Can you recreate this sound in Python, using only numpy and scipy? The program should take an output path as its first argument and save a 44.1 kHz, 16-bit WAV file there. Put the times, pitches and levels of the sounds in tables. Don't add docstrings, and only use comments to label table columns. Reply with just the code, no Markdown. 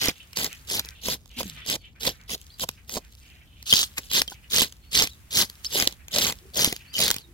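import sys
import numpy as np
from scipy import signal
from scipy.fft import rfft, irfft
from scipy.io import wavfile
from scipy.ndimage import uniform_filter1d, map_coordinates

SR = 44100
rng = np.random.default_rng(int(sys.argv[2]) if len(sys.argv) > 2 else 0)


def write(x):
    x = np.atleast_2d(x).T
    wavfile.write(sys.argv[1], SR, np.round(np.clip(x, -1, 1) * 32767).astype(np.int16))


N = 323253
T = np.arange(N) / SR

# start_s, bite_s, drag_s, lift_s, rasp_db, body_db, board_db, treble_db,
# left_minus_right_db, sack_db
BOARD_STROKES = [(0.0, 0.015, 0.078, 0.036, -27.5, -39.5, -32, -4.5, -1.5, -56),
                 (0.357, 0.0066, 0.1, 0.039, -31, -40.5, -38.5, 0.0, -1, -49.0),
                 (0.672, 0.029, 0.099, 0.014, -30, -41.0, -41.5, 1, -1, -53),
                 (1.015, 0.045, 0.079, 0.035, -30.0, -41, -41, 0.0, -1, -66),
                 (1.365, 0.026, 0.021, 0.027, -31, -39, -42, 0, -1, -45),
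                 (1.651, 0.033, 0.076, 0.0075, -30.0, -39, -41, -1.5, -1, -67),
                 (2.001, 0.07, 0.0087, 0.053, -24, -34.0, -34, -3, -2.5, -58),
                 (2.28, 0.025, 0.043, 0.019, -32, -43.5, -44.5, -1.5, -1.5, -56.5),
                 (2.584, 0.03, 0.027, 0.0099, -29, -39, -47, -1, -1.5, -56),
                 (2.878, 0.062, 0.038, 0.022, -33.5, -41, -47, 4.5, -2, -65),
                 (3.659, 0.05, 0.12, 0.053, -22, -59, -79, -4.5, -1, -56),
                 (3.968, 0.012, 0.0042, 0.02, -29.5, -41, -29.5, 18, 1, -48),
                 (4.101, 0.044, 0.044, 0.056, -20, -40, -36, -3.5, -0.5, -67),
                 (4.501, 0.035, 0.095, 0.055, -21.5, -38.5, -35, -3, -1, -56.5),
                 (4.914, 0.035, 0.087, 0.051, -22, -36.5, -31.5, -2, -1, -52.5),
                 (5.309, 0.052, 0.063, 0.046, -21, -36.5, -32, 0, -0.5, -53.5),
                 (5.637, 0.0054, 0.02, 0.019, -38.5, -67.5, -60, 3.5, -1.5, -49),
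                 (5.699, 0.05, 0.066, 0.13, -26, -37, -34, -1, -1.0, -66),
                 (6.111, 0.036, 0.15, 0.046, -26.5, -37, -34.5, -2.5, -1.0, -58),
                 (6.538, 0.033, 0.091, 0.11, -24.5, -37, -37, 0, -0.5, -48),
                 (6.934, 0.061, 0.064, 0.16, -23.5, -37, -35, -3.5, -1.5, -61.5)]
# start_s, level_db, ring_hz
SCALE_SNAPS = [(.057, -19, 3100), (0.0842, -14.5, 3610), (.231, -46, 3100), (.3317, -30.5, 5340),
               (0.3721, -14, 5400), (0.4448, -10, 4740), (0.711, -24, 4800), (0.795, -13.5, 5550),
               (0.849, -30, 2950), (.858, -30, 3580), (0.8883, -28.5, 3080), (1.085, -16, 4150),
               (1.2586, -41, 3880), (1.4312, -22.5, 3540), (1.6631, -26, 4660), (1.7, -12.5, 3930),
               (1.753, -24, 3700), (2.008, -30, 3520), (2.033, -21, 4300), (2.0526, -14, 3220),
               (2.067, -14, 3060), (2.295, -26, 4700), (2.597, -23.5, 4800), (2.6204, -33, 4570),
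               (2.6902, -14, 3430), (2.895, -25, 4500), (3.6275, -31, 3140), (3.7272, -8, 3200),
               (3.7373, -3.5, 4570), (3.7574, -10, 4360), (3.7921, -14, 4800), (3.83, -18, 3660),
               (3.9819, -22, 4420), (4.115, -16.5, 4560), (4.1807, -13.5, 4400), (4.2181, -7, 3500),
               (4.2787, -27, 3240), (4.583, -12, 4200), (4.619, -8, 3900), (4.7246, -33, 4020),
               (4.9312, -23, 4600), (5.023, -7.5, 3000), (5.073, -20, 2700), (5.3472, -30, 3100),
               (5.4991, -27.5, 4300), (5.647, -26, 5200), (5.8, -9.5, 4300), (5.824, -11.5, 4000),
               (5.8746, -7.5, 3330), (5.925, -30, 4570), (6.083, -30, 4900), (6.162, -12, 4800),
               (6.185, -9.5, 4430), (6.2105, -19, 3960), (6.2678, -15.5, 3980), (6.299, -20, 3800),
               (6.324, -18.5, 3900), (6.5685, -20, 3580), (6.5932, -14, 5010), (6.646, -6.5, 4070),
               (6.727, -16.5, 3810), (6.764, -26, 3900), (7.0031, -10.5, 3580), (7.0804, -10.5, 3940),
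               (7.1041, -10, 5030), (7.113, -5.5, 3790), (7.143, -18.5, 4340), (7.164, -15.5, 4600),
               (7.184, -28, 3820)]
# frequency_hz, level_db
SCALE_SPECTRUM = [(700, -30.5), (1300, -19.5), (2000, -22), (2750, -4.5), (3080, -2), (3700, -2.5),
                  (4900, -4), (5700, -5), (6500, -4.5), (7600, -9), (9400, -12), (11400, -10),
                  (12300, -6.5), (14000, -13), (16000, -13)]
# frequency_hz, level_db
BODY_SPECTRUM = [(20, -36.5), (50, -3), (110, 0), (220, 1.5), (330, -4.5), (450, 1), (630, -5), (800, -6),
                 (1300, -18.5), (2200, -44.5), (4000, -38.5)]
# pitch_hz, width_hz, level_db
BOARD_MODES = [(1043, 400, 1), (1580, 220, -3.5), (2025, 300, 3), (2420, 83, 4)]
# start_s, level_db, pitch_hz
FLANK_BUMPS = [(.085, -17.5, 262), (1.085, -19.5, 535), (1.406, -24, 538), (2.074, -18.5, 539),
               (2.347, -33, 400), (2.636, -22.5, 547), (2.969, -21, 527), (2.974, -23.5, 590),
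               (3.736, -28.5, 200), (4.21, -32, 250), (4.32, -32.5, 820), (4.62, -21, 257),
               (5.036, -23, 250), (5.826, -23.5, 270), (5.872, -22.5, 292), (6.676, -20, 248),
               (6.727, -26.5, 387)]
# pitch_ratio, level_db, t60_s
FLANK_MODES = [(.45, -13, .03), (1, -1.5, 0.027), (1.2, -7, 0.037), (1.82, -5, .032)]
# centre_s, length_s, pitch_hz, level_db
FLANK_DRONES = [(5.757, 0.014, 410, -28.5), (6.17, 0.037, 580, -33), (6.584, 0.04, 570, -36.5),
                (7.004, 0.023, 555, -34.5)]
# start_s, length_s, start_hz, middle_hz, end_hz, level_db
SHORT_TONES = [(3.7262, 0.0067, 3300, 3020, 3140, -12), (4.279, 0.016, 3300, 3140, 3250, -39),
               (5.652, 0.023, 4250, 4980, 5100, -30), (6.938, 0.044, 3040, 3100, 2950, -32),
               (1.365, .13, 253, 214.6, 171, -40.5), (1.48, 0.14, 172, 148.6, 134, -52.5),
               (3.22, 0.24, 770, 730, 704, -75), (6.41, 0.097, 360, 381, 385, -57.5),
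               (7.24, 0.11, 333, 344, 360, -61)]
# centre_s, length_s, level_db
SACK_RUSTLES = [(3.212, 0.26, -61), (3.634, 0.09, -63), (4.313, 0.041, -45), (6.459, 0.22, -73)]
# centre_s, length_s, pitch_hz, level_db
BIRD_CALLS = [(0.246, 0.29, 2770, -55), (0.509, 0.075, 2460, -48.5), (0.86, 0.13, 2116, -49.5),
              (0.995, 0.088, 3040, -54), (1.353, 0.099, 2776, -48), (1.511, 0.23, 2090, -50),
              (1.582, 0.23, 3106, -50.5), (1.846, 0.067, 2867, -50.5), (2.012, 0.16, 1926, -59),
              (2.157, 0.16, 2030, -53), (2.766, 0.074, 2340, -57), (3.019, 0.1, 2210, -61),
              (3.307, 0.2, 2490, -54), (3.554, .14, 2980, -56), (4.389, 0.16, 2466, -58.5),
              (4.87, 0.13, 3100, -67), (5.176, 0.14, 3160, -85), (6.057, 0.18, 1976, -61),
              (6.823, 0.19, 2400, -53.5)]
# start_s, length_s, start_hz, middle_hz, end_hz, level_db
BIRD_CHIRPS = [(1.785, .044, 4700, 4480, 4300, -63), (2.495, .075, 2800, 4130, 3700, -60),
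               (2.495, .075, 3800, 4800, 4350, -57), (4.81, .12, 4100, 4360, 4500, -66),
               (5.082, .06, 2750, 3900, 3450, -54), (6.87, .09, 4300, 4760, 4620, -57),
               (7.194, .066, 4950, 4100, 3720, -59)]
# frequency_hz, level_db
RUMBLE_SPECTRUM = [(22, -24.5), (40, -9.5), (60, 3), (100, -7), (200, -16.5), (400, -28.5), (1000, -37),
                   (4000, -61)]
# frequency_hz, level_db
HISS_SPECTRUM = [(300, -11.5), (1200, -1), (2400, 0), (4000, -7.5), (7000, -7.5), (12500, -6.5),
                 (16000, -9)]
# time_s, level_db
HISS_EBB = [(0.15, -66), (0.69, -59.5), (1.13, -71), (1.63, -72), (1.85, -85), (2.51, -61.5), (2.65, -68.5),
            (3.67, -67.5), (3.87, -58), (4.81, -68), (5.71, -58.5), (6.07, -65.5), (6.27, -59.5),
            (7.33, -65.5)]

TREBLE_COLUMN, BALANCE_COLUMN = 7, 8


def strokes(rows_per_s=44, row_sag_db=3, body_lag_s=0.008, growth_db_per_s=66):
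    rasp_level = board_level = body_level = 0
    for start, bite, drag, lift, rasp_db, body_db, board_db, *_ in BOARD_STROKES:
        force = undb(press(start, bite, drag, lift))
        from_mid_drag_s = np.clip(T - start - bite - drag / 2, -bite - drag / 2, drag / 2)
        rasp_level += force * undb(rasp_db)
        board_level += force * undb(board_db + growth_db_per_s * from_mid_drag_s)
        body_level += undb(body_db + press(start + body_lag_s, bite, drag, lift))
    catches = clicks(per_s=4000, spread_db=4) * undb(walk(190))
    rasp = scales(catches, ring_db=-6.5, t60=0.013)
    dull = signal.sosfiltfilt(signal.butter(2, 5000, fs=SR, output="sos"), rasp)
    rasp = steady(dull + undb(grip(TREBLE_COLUMN)) * (rasp - dull), span_s=0.011)
    board = steady(wood(catches), span_s=0.17)
    body = steady(colour(catches, BODY_SPECTRUM), span_s=0.043)
    row_phase = np.cumsum(rows_per_s * np.exp(0.37 * walk(60))) / SR % 1
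    row_gain = unit(undb(-row_sag_db * row_phase))
    return rasp_level * sticking() * rasp * row_gain, board_level * board + body_level * body


def press(start, bite, drag, lift, touch_s=0.0088, leave_s=0.0094):
    times = start + np.cumsum([-touch_s, touch_s, bite, drag / 2, drag / 2, lift, leave_s])
    return np.interp(T, times, [-60, -18.5, 0, 2, 0, -31, -60], left=-np.inf, right=-np.inf)


def grip(column):
    return curve([(row[0] + late, row[column]) for row in BOARD_STROKES for late in (0, row[1] + row[2])])


def scales(catches, ring_db, t60, sizes=12):
    size = rng.integers(0, sizes, N)
    pitches = np.geomspace(3050, 5400, sizes)
    rings = sum(signal.oaconvolve(catches * (size == k), ring(hz, t60))[:N]
                for k, hz in enumerate(pitches))
    tearing = noise_tail(catches, t60=0.0026)
    cracks = colour(unit(catches) + undb(-2.5) * unit(tearing), SCALE_SPECTRUM)
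    return unit(cracks) + undb(ring_db) * unit(rings)


def sticking(stick_s=0.009, dip_db=-4.5):
    held = np.zeros(N)
    for start, *_ in SCALE_SNAPS:
        add(held, start - stick_s, signal.windows.tukey(int(stick_s * SR), 0.5))
    return undb(dip_db * np.minimum(held, 1))


def snaps(crack_t60=0.0065, ring_t60=0.005):
    cracks, rings = np.zeros(N), np.zeros(N)
    strain = fade(0.008)[::-1]
    envelope = np.concatenate([undb(-6) * strain, fade(crack_t60)])
    for start, db, hz in SCALE_SNAPS:
        add(cracks, start - len(strain) / SR, undb(db) * envelope * rng.choice([-1, 1], len(envelope)))
        add(rings, start, undb(db) * ring(hz, ring_t60))
    flutter = undb(-26) * noise_tail(rings, t60=0.07) / np.linalg.norm(fade(ring_t60))
    snap = undb(-1) * colour(cracks + flutter, SCALE_SPECTRUM) + undb(-8) * rings
    jolt = undb(0.5) * wood(cracks) + undb(-15) * colour(cracks, BODY_SPECTRUM)
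    return snap, jolt


def wood(knocks):
    return highs(sum(undb(db) * band(knocks, hz, width) for hz, width, db in BOARD_MODES), 1200)


def bumps():
    out = np.zeros(N)
    for start, db, hz in FLANK_BUMPS:
        for ratio, mode_db, t60 in FLANK_MODES:
            add(out, start, undb(db + mode_db) * ring(hz * ratio, t60))
    return out


def drones(width_hz=170):
    out = np.zeros(N)
    catches = clicks(per_s=2400, spread_db=5)
    for centre, length, hz, db in FLANK_DRONES:
        hollow = band(band(catches, hz, width_hz), hz, 2 * width_hz)
        swell = np.exp(-2 * ((T - centre) / length) ** 2)
        out += undb(db) * swell * steady(hollow, span_s=0.023)
    return out


def glides(table, waver, flutter_db):
    out = np.zeros(N)
    bend = 1 + waver * walk(300)
    flutter = undb(flutter_db * walk(260))
    for start, length, *pitches, db in table:
        progress = np.linspace(0, 1, int(length * SR))
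        at = (int(start * SR) + np.arange(len(progress))) % N
        hz = np.polyval(np.polyfit([0, 0.5, 1], pitches, 2), progress) * bend[at]
        swell = np.sqrt(progress * (1 - progress)) * flutter[at]
        add(out, start, undb(db) * unit(swell * np.sin(2 * np.pi * np.cumsum(hz) / SR)))
    return out


def sack(rest_db=-72.5, settle_lag_s=0.063, pull_db_per_s=114.5, settle_db_per_s=140):
    power = undb(rest_db) ** 2
    for start, bite, drag, *_, db in BOARD_STROKES:
        since_peak = T - (start + bite + drag + settle_lag_s)
        power += undb(db - np.maximum(-pull_db_per_s * since_peak, settle_db_per_s * since_peak)) ** 2
    for centre, length, db in SACK_RUSTLES:
        power += undb(db) ** 2 * np.exp(-(2 * (T - centre) / length) ** 2)
    ticks = clicks(per_s=1100, spread_db=0.5)
    crinkle = scales(ticks, ring_db=-14, t60=0.005)
    pats = undb(-17) * unit(colour(ticks, BODY_SPECTRUM))
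    loose_scales = undb(-4) * unit(colour(clicks(per_s=16, spread_db=3), SCALE_SPECTRUM))
    return (steady(crinkle + pats, span_s=0.066) + loose_scales) * np.sqrt(power)


def chatter(width_hz=1080, flutter_db=6, sink=0.082):
    out = np.zeros(N)
    noise = rng.standard_normal(N) + 1j * rng.standard_normal(N)
    rough = signal.sosfilt(signal.butter(2, width_hz / 2, fs=SR, output="sos"), noise)
    rough *= undb(flutter_db * walk(70))
    for centre, length, hz, db in BIRD_CALLS:
        n = int(1.5 * length * SR)
        phase = 2 * np.pi * np.cumsum(hz * (1 + sink * np.linspace(1, -1, n))) / SR
        call = np.real(np.roll(rough, -int(centre * SR))[:n] * np.exp(1j * phase))
        add(out, centre - n / SR / 2, undb(db) * unit(call) * signal.windows.tukey(n, 2 / 3))
    return out


def outdoors():
    mid = colour(rng.standard_normal(N), RUMBLE_SPECTRUM)
    side = undb(-11) * colour(rng.standard_normal(N), RUMBLE_SPECTRUM)
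    rumble = np.array([mid + side, mid - side]) * undb(0.91 * walk(3.355))
    hiss = np.array([colour(rng.standard_normal(N), HISS_SPECTRUM) for _ in range(2)])
    hiss *= undb(curve(HISS_EBB) + walk(1.8))
    return undb(-52) * rumble + undb(4) * hiss


def reflections(x, db, t60, low_hz, paths):
    decay, treble = fade(t60), highs(x, low_hz)
    tails = rng.standard_normal((paths, 2, len(decay))) * decay / np.linalg.norm(decay)
    shares = np.array([walk(160) for _ in range(paths)])
    shares /= np.linalg.norm(shares, axis=0)
    return undb(db) * sum(signal.oaconvolve((treble * share)[None], tail, axes=1)[:, :N]
                          for share, tail in zip(shares, tails))


def microphone(x, lag_s, sway):
    lag = lag_s * SR * (1 + sway * walk(7))
    return np.array([x, map_coordinates(x, [np.arange(N) - lag], order=2)])


def undb(db):
    return 10 ** (np.asarray(db) / 20)


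def unit(x):
    return x / np.sqrt(np.mean(x ** 2) + 1e-20)


def steady(x, span_s):
    power = np.abs(uniform_filter1d(x ** 2, int(span_s * SR)))
    return x / np.sqrt(power + 1e-4 * np.mean(x ** 2))


def curve(points):
    return np.interp(T, *np.transpose(points))


def add(out, start_s, sound):
    i = max(int(start_s * SR), 0)
    out[i:i + len(sound)] += sound[:max(N - i, 0)]


def colour(x, spectrum, size=2048):
    hz, db = np.transpose(spectrum)
    bins_hz = np.maximum(np.fft.rfftfreq(size, 1 / SR), 1)
    gain = undb(np.interp(np.log(bins_hz), np.log(hz), db))
    cepstrum = irfft(np.log(gain))
    cepstrum[1:size // 2] *= 2
    cepstrum[size // 2 + 1:] = 0
    response = irfft(np.exp(rfft(cepstrum)))
    return signal.fftconvolve(x, response / np.linalg.norm(response))[:len(x)]


def band(x, hz, width_hz):
    return signal.lfilter(*signal.iirpeak(hz, hz / width_hz, SR), x)


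def highs(x, hz):
    return signal.sosfilt(signal.butter(2, hz, "high", fs=SR, output="sos"), x)


def fade(t60):
    return np.exp(-np.log(1000) * np.arange(int(t60 * SR) + 2) / (t60 * SR))


def ring(hz, t60):
    decay = fade(t60)
    return decay * np.sin(2 * np.pi * hz * np.arange(len(decay)) / SR)


def noise_tail(x, t60):
    power = np.abs(signal.oaconvolve(x ** 2, fade(t60) ** 2)[:N])
    return np.sqrt(power) * rng.standard_normal(N)


def walk(rate_hz):
    step = int(SR / rate_hz)
    return unit(uniform_filter1d(np.repeat(rng.standard_normal(N // step + 1), step), step)[:N])


def clicks(per_s, spread_db):
    hits = rng.random(N) < per_s / SR
    return hits * rng.choice([-1, 1], N) * undb(spread_db * rng.standard_normal(N))


def scene():
    rasp, knock = strokes()
    snap, jolt = snaps()
    short_tones = glides(SHORT_TONES, waver=0.035, flutter_db=5)
    skin = rasp + snap + sack() + short_tones
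    flesh = knock + jolt + bumps() + drones()
    near = microphone(skin, lag_s=0.0002352, sway=0.17) + microphone(flesh, lag_s=0.00015, sway=0.19)
    near += reflections(skin + flesh, db=-1.5, t60=0.003, low_hz=1430, paths=14)
    near += reflections(skin + flesh, db=-20, t60=0.16, low_hz=500, paths=2)
    near *= undb(np.array([[0.5], [-0.5]]) * grip(BALANCE_COLUMN))
    chirps = glides(BIRD_CHIRPS, waver=0.016, flutter_db=4)
    calls = undb(0.5) * chatter()
    yard = reflections(calls + undb(-6) * chirps, db=-0.5, t60=0.16, low_hz=790, paths=1)
    return undb(-0.3) * near + chirps + undb(-7) * calls + yard + outdoors()


def record(dry):
    top_cut = signal.ellip(10, 0.2, 70, 15900, fs=SR, output="sos")
    return signal.sosfilt(top_cut, np.clip(dry, -1, 1))


dry = scene()
out = record(dry)
write(out)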